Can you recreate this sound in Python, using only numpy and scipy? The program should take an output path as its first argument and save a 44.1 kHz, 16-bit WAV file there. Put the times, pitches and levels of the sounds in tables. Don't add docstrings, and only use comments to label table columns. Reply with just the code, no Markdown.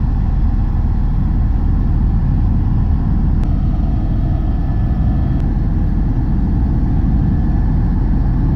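import sys
import numpy as np
from scipy import signal
from scipy.fft import rfft, irfft
from scipy.io import wavfile
from scipy.ndimage import uniform_filter1d, minimum_filter1d

SR = 44100
rng = np.random.default_rng(int(sys.argv[2]) if len(sys.argv) > 2 else 0)


def materialize(psi):
    bounded = np.clip(np.atleast_2d(psi).T, -1, 1)
    quanta = np.round(bounded * 32767).astype(np.int16)
    wavfile.write(sys.argv[1], SR, quanta)


N = 377099

# (time [s], wave height at the cut before the drop [full scale], fade-in [s])
CUTS = [(3.4358, -0.22, 0.013), (5.4037, 0.15, 0.011)]
# (multiple, then per seat a pair: start level [dB], end level [dB])
BLADE_MULTIPLES = [(1, (-27, -29), (-27.5, -28), (-30, -33.5)), (2, (-17.5, -16), (-18.5, -23), (-18, -18)),
                   (3, (-24, -24.5), (-24, -17.5), (-23, -21)), (4, (-23, -25.5), (-23.5, -30.5),
                   (-28, -28.5)), (5, (-38, -37), (-36.5, -41), (-39, -41.5)), (6, (-33.5, -33),
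                   (-34, -33.5), (-28.5, -32.5)), (7, (-34, -30), (-37, -33), (-33, -34.5))]
# (time of one beat crest [s], level [dB])
BEAT_TONES = [(.91, -32), (4.44, -34.5), (6.47, -36)]
SHAFT_LEVELS_DB = [-32, -30.5, -33]
# (frequency [Hz], relative density [dB per Hz])
BUFFET_SPECTRA = [
    [(5.9, -34), (10, -15.5), (37, -19.5), (61, 0), (218, -7.5), (308, -17), (378, -27.5), (600, -41.5),
     (780, -70.5), (1320, -120)],
    [(5.9, -36), (10, -24.5), (43, -18), (69, -5), (135, -5.5), (273, -14), (313, -16.5), (371, -30),
     (506, -35), (600, -47.5), (780, -55.5), (1320, -120)],
    [(5.9, -35), (10, -15.5), (48, -12), (65, -2), (98, -7.5), (135, -4.5), (292, -13.5), (318, -15),
     (365, -26.5), (600, -50), (780, -70.5), (1320, -120)],
]
# (start, middle, end level [dB])
BUFFET_LEVELS_DB = [(-18.5, -18.5, -16), (-18, -17, -17), (-18, -17.5, -17.5)]
# (frequency [Hz], relative density [dB per Hz])
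ROAR_SPECTRA = [
    [(260, -36), (450, -7), (612, -10.5), (689, -7), (736, 0), (821, -4), (1100, -5.5), (1190, -16.5),
     (1290, -13.5), (1590, -15), (1740, -13.5), (1940, -18), (2070, -23), (2380, -36.5), (2600, -38.5),
     (3380, -51), (5720, -120)],
    [(260, -21), (450, -19.5), (569, -15.5), (704, -1.5), (910, -16), (937, -13.5), (1100, -18),
     (1270, -17), (1560, -22.5), (1650, -25.5), (1690, -22.5), (1790, -22), (1870, -21.5), (2200, -33.5),
     (2600, -40.5), (3380, -45), (5720, -120)],
    [(260, -23.5), (450, -1), (541, -6), (590, -10), (704, 0.5), (763, -2), (840, -0.5), (904, -4),
     (951, -9.5), (1060, -7), (1280, -15.5), (1710, -12), (1790, -13.5), (2230, -26.5), (2600, -35.5),
     (3380, -58), (5720, -120)],
]
# (start, end level [dB])
ROAR_LEVELS_DB = [(-39, -40.5), (-39, -37), (-38, -37)]
# (frequency [Hz], relative density [dB per Hz])
HISS_SPECTRUM = [(1800, -19), (2200, -1), (3300, -3.5), (3700, -5.5), (5600, -8.5), (6000, -13.5),
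                 (7000, -21.5), (9500, -28.5), (10300, -36), (11300, -30.5), (12300, -17), (14200, -21.5),
                 (15000, -26.5), (16500, -25)]
HISS_LEVELS_DB = [-56.5, -56, -56.5]
# (start, end centre [Hz])
HOLLOW_CENTRES_HZ = [(809, 760), (700, 710), (782, 815)]
# (start, middle, end level [dB])
HOLLOW_LEVELS_DB = [(-44.5, -48, -42), (-45.5, -42, -45), (-51, -43.5, -44.5)]
WHINE_LEVELS_DB = [(-58.5, -56.5, -60, -57), (-67.5, -57, -52.5, -53), (-56, -59, -51, -57.5)]
MESH_FIFTH_DB = [(-72.5, -69.5, -72, -72), (-79, -61.5, -65.5, -63.5), (-82, -81, -81.5, -82)]
# (start, middle, end level [dB])
MESH_FOURTH_DB = [(-70.5, -74.5, -64.5), (-68.5, -70, -72), (-84, -84, -86)]
HUM_CENTRES_HZ = [817, 1260, 1314, 1970, 2490, 3128, 3284, 3850, 4310, 4650, 5010, 5510, 12450]
# (width [Hz], first, second, third seat level [dB])
HUM_BANDS = [(45, -51.5, -60, -54), (90, -65.5, -53.5, -62), (30, -60, -61, -66), (30, -66, -65.5, -65.5),
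             (30, -79, -71.5, -81.5), (80, -72.5, -66.5, -76.5), (100, -77.5, -69.5, -80),
             (50, -81, -73.5, -77.5), (130, -70.5, -67, -67.5), (150, -76, -72, -77.5),
             (150, -72.5, -74, -76), (90, -78, -73, -73.5), (200, -85, -85.5, -85)]
# (time [s], peak level [dB])
CHIRP_EVENTS = [(8.2222, -60), (8.2741, -54.5), (8.526, -53)]

BLADES_HZ, BEAT_HZ, SHAFT_HZ = 19.69, 1.68, 102.1
WHINE_HZ, MESH_HZ = 1736.5, 656.8
FIRST_TICK_S, TICK_EVERY_S, TICK_PEAK_DB = .9757, .98419, -52.5
CABIN_T60_S, CABIN_WET_DB, CABIN_SHIFT_S = .06, -7.5, .8
LIMIT_PEAK, BAND_EDGE_HZ = 0.43, 15750


def rotor():
    t = np.arange(N) / SR
    blade_turns = np.cumsum(BLADES_HZ + 0.031 * wander(rate_hz=1.5)) / SR
    out = tone(SHAFT_HZ, by_seat(SHAFT_LEVELS_DB), waver_hz=0.18, flutter_db=1.5)
    crest_s, beat_db = np.transpose(BEAT_TONES)
    for k, *seat_levels in BLADE_MULTIPLES:
        start_turns = by_seat(rng.random(2)[[0, 1, 1]])
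        angle = 2 * np.pi * (k * blade_turns + start_turns)
        level_db = drift(seat_levels) + 0.91 * wander(rate_hz=5)
        out = out + np.sqrt(2) * gain_of(level_db) * np.cos(angle)
        if k == 3:
            beat_angle = angle + 2 * np.pi * BEAT_HZ * (t - by_seat(crest_s))
            out = out + np.sqrt(2) * gain_of(by_seat(beat_db)) * np.cos(beat_angle)
    return out


def buffeting():
    level_db = drift(BUFFET_LEVELS_DB) + 1.1 * wander(rate_hz=2.5)
    return gain_of(level_db) * by_seat([noise(s, size=4096, patchy_db=0.28) for s in BUFFET_SPECTRA])


def engine_roar():
    level_db = drift(ROAR_LEVELS_DB) + .5 * wander(rate_hz=2.8)
    return gain_of(level_db) * by_seat([noise(s, size=1024, patchy_db=0.3) for s in ROAR_SPECTRA])


def hollow_resonance(width_hz):
    centre_hz = drift(HOLLOW_CENTRES_HZ) + 18 * wander(rate_hz=5)
    level_db = drift(HOLLOW_LEVELS_DB) + 0.98 * wander(rate_hz=7)
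    low_pass = signal.butter(2, width_hz / 2, fs=SR, output="sos")
    a, b = signal.sosfilt(low_pass, rng.standard_normal((2, N)))
    angle = 2 * np.pi * np.cumsum(centre_hz) / SR
    return gain_of(level_db) * evened(a * np.cos(angle) + b * np.sin(angle))


def gears():
    whines = [(WHINE_HZ, WHINE_LEVELS_DB, 2.5, 1.0),
              (5 * MESH_HZ, MESH_FIFTH_DB, 1.8, 1.9),
              (4 * MESH_HZ, MESH_FOURTH_DB, 1.8, 1.9)]
    out = np.zeros(N)
    for hz, seat_levels, waver_hz, flutter_db in whines:
        level_db = drift(seat_levels) + 1.5 * wander(rate_hz=2.5)
        out = out + tone(hz, level_db, waver_hz, flutter_db)
    f = np.fft.rfftfreq(N, 1 / SR)
    for hz, (width_hz, *seat_db) in zip(HUM_CENTRES_HZ, HUM_BANDS):
        band = rfft(rng.standard_normal(N)) / (1 + (2 * (f - hz) / width_hz) ** 4)
        level_db = by_seat(seat_db) + 1.0 * wander(rate_hz=2.5)
        out = out + gain_of(level_db) * evened(irfft(band, N))
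    return out


def turbine_hiss():
    level_db = by_seat(HISS_LEVELS_DB) + 0.27 * wander(rate_hz=30)
    return cabin(gain_of(level_db) * noise(HISS_SPECTRUM, size=512, patchy_db=0.93))


def cabin(x):
    t, place = np.arange(1, 4000) / SR, np.arange(N) / SR / CABIN_SHIFT_S
    tails = rng.standard_normal((int(place[-1]) + 2, len(t))) * gain_of(-60 * t / CABIN_T60_S)
    wet = np.zeros(N)
    for k, tail in enumerate(tails):
        near = np.cos(np.pi / 2 * np.clip(place - k, -1, 1))
        wet += signal.oaconvolve(near * x, tail / np.linalg.norm(tail))[:N]
    return (x + gain_of(CABIN_WET_DB) * wet) / np.sqrt(1 + gain_of(2 * CABIN_WET_DB))


def blips(events, hz, ring_s):
    out, t = np.zeros(N), np.arange(-200, 200) / SR
    for s, peak_db in events:
        at = round(s * SR)
        swell = gain_of(peak_db) * np.exp(-(t / ring_s) ** 2)
        out[at - 145:at + 255] += swell * np.sin(2 * np.pi * hz * t)
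    return out


def ticks_and_chirps():
    ticks = [(s, TICK_PEAK_DB) for s in np.arange(FIRST_TICK_S, N / SR, TICK_EVERY_S)]
    return blips(ticks, hz=8900, ring_s=0.00024) + blips(CHIRP_EVENTS, hz=12800, ring_s=.001)


def tone(hz, db, waver_hz, flutter_db):
    turns = np.cumsum(hz + waver_hz * wander(rate_hz=12)) / SR + rng.random()
    level_db = db + flutter_db * wander(rate_hz=15)
    return np.sqrt(2) * gain_of(level_db) * np.sin(2 * np.pi * turns)


def noise(shape, size, patchy_db):
    frames, hz = N // (size // 4) + 5, np.fft.rfftfreq(size, 1 / SR)
    a, b, patches = rng.standard_normal((frames, len(hz), 3)).T
    patches = uniform_filter1d(patches, size=10, axis=0)
    patches = evened(uniform_filter1d(patches, size=10, axis=1))
    f, db = np.transpose(shape)
    db = np.interp(np.log(hz + 1), np.log(f + 1), db, left=-120, right=-120)
    spectra = (a + 1j * b) * gain_of(db[:, None] + patchy_db * patches)
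    return evened(signal.istft(spectra, nperseg=size, noverlap=size * 3 // 4)[1][:N])


def wander(rate_hz):
    t = np.arange(0, N, 64) / SR
    rates_hz = np.geomspace(rate_hz / 20, rate_hz, 24)
    slow = sum(np.sin(2 * np.pi * (f * t + rng.random())) / np.sqrt(f) for f in rates_hz)
    return np.interp(np.arange(N) / SR, t, evened(slow))


def drift(seats):
    t, ends = np.arange(N) / SR, [0] + [cut[0] for cut in CUTS] + [N / SR]
    lines = [np.interp(t, np.linspace(a, b, len(v)), v) for a, b, v in zip(ends, ends[1:], seats)]
    return by_seat(lines)


def by_seat(sounds):
    cuts = [round(cut[0] * SR) for cut in CUTS]
    return np.choose(np.searchsorted(cuts, np.arange(N), "right"), sounds)


def evened(x):
    return x / np.sqrt(np.mean(x ** 2) + 1e-20)


def gain_of(db):
    return 10 ** (np.asarray(db) / 20)


def scene():
    low = rotor() + buffeting() + engine_roar() + hollow_resonance(width_hz=140)
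    high = gears() + turbine_hiss() + ticks_and_chirps()
    return (low + high)[None]


def record(dry):
    bass = signal.sosfiltfilt(signal.butter(2, 500, fs=SR, output="sos"), dry[0])
    over = np.maximum(abs(bass) / LIMIT_PEAK, 1)
    gain = minimum_filter1d(over ** -.75, size=500)
    gain = uniform_filter1d(uniform_filter1d(gain, size=250), size=250)
    x, t = dry[0] + (gain - 1) * bass - .0045, np.arange(N) / SR
    x = x * np.clip(t / 0.0022, 0, 1)
    for s, height, fade_s in CUTS:
        at = round(s * SR)
        before = t < at / SR
        lead = np.exp(-((t - s) / 0.0027) ** 2) * before
        x = x + (height - x[at - 1]) * lead
        fall = np.clip((at / SR - t) / .00006, 0, 1)
        rise = np.clip((t - at / SR) / fade_s, 0, 1)
        x = x * np.where(before, fall, rise)
    low_pass = signal.firwin(1023, BAND_EDGE_HZ, window=("kaiser", 9), fs=SR)
    return signal.oaconvolve(np.pad(x, 511, "reflect"), low_pass, "valid")[None]


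dry = scene()
out = record(dry)
materialize(out)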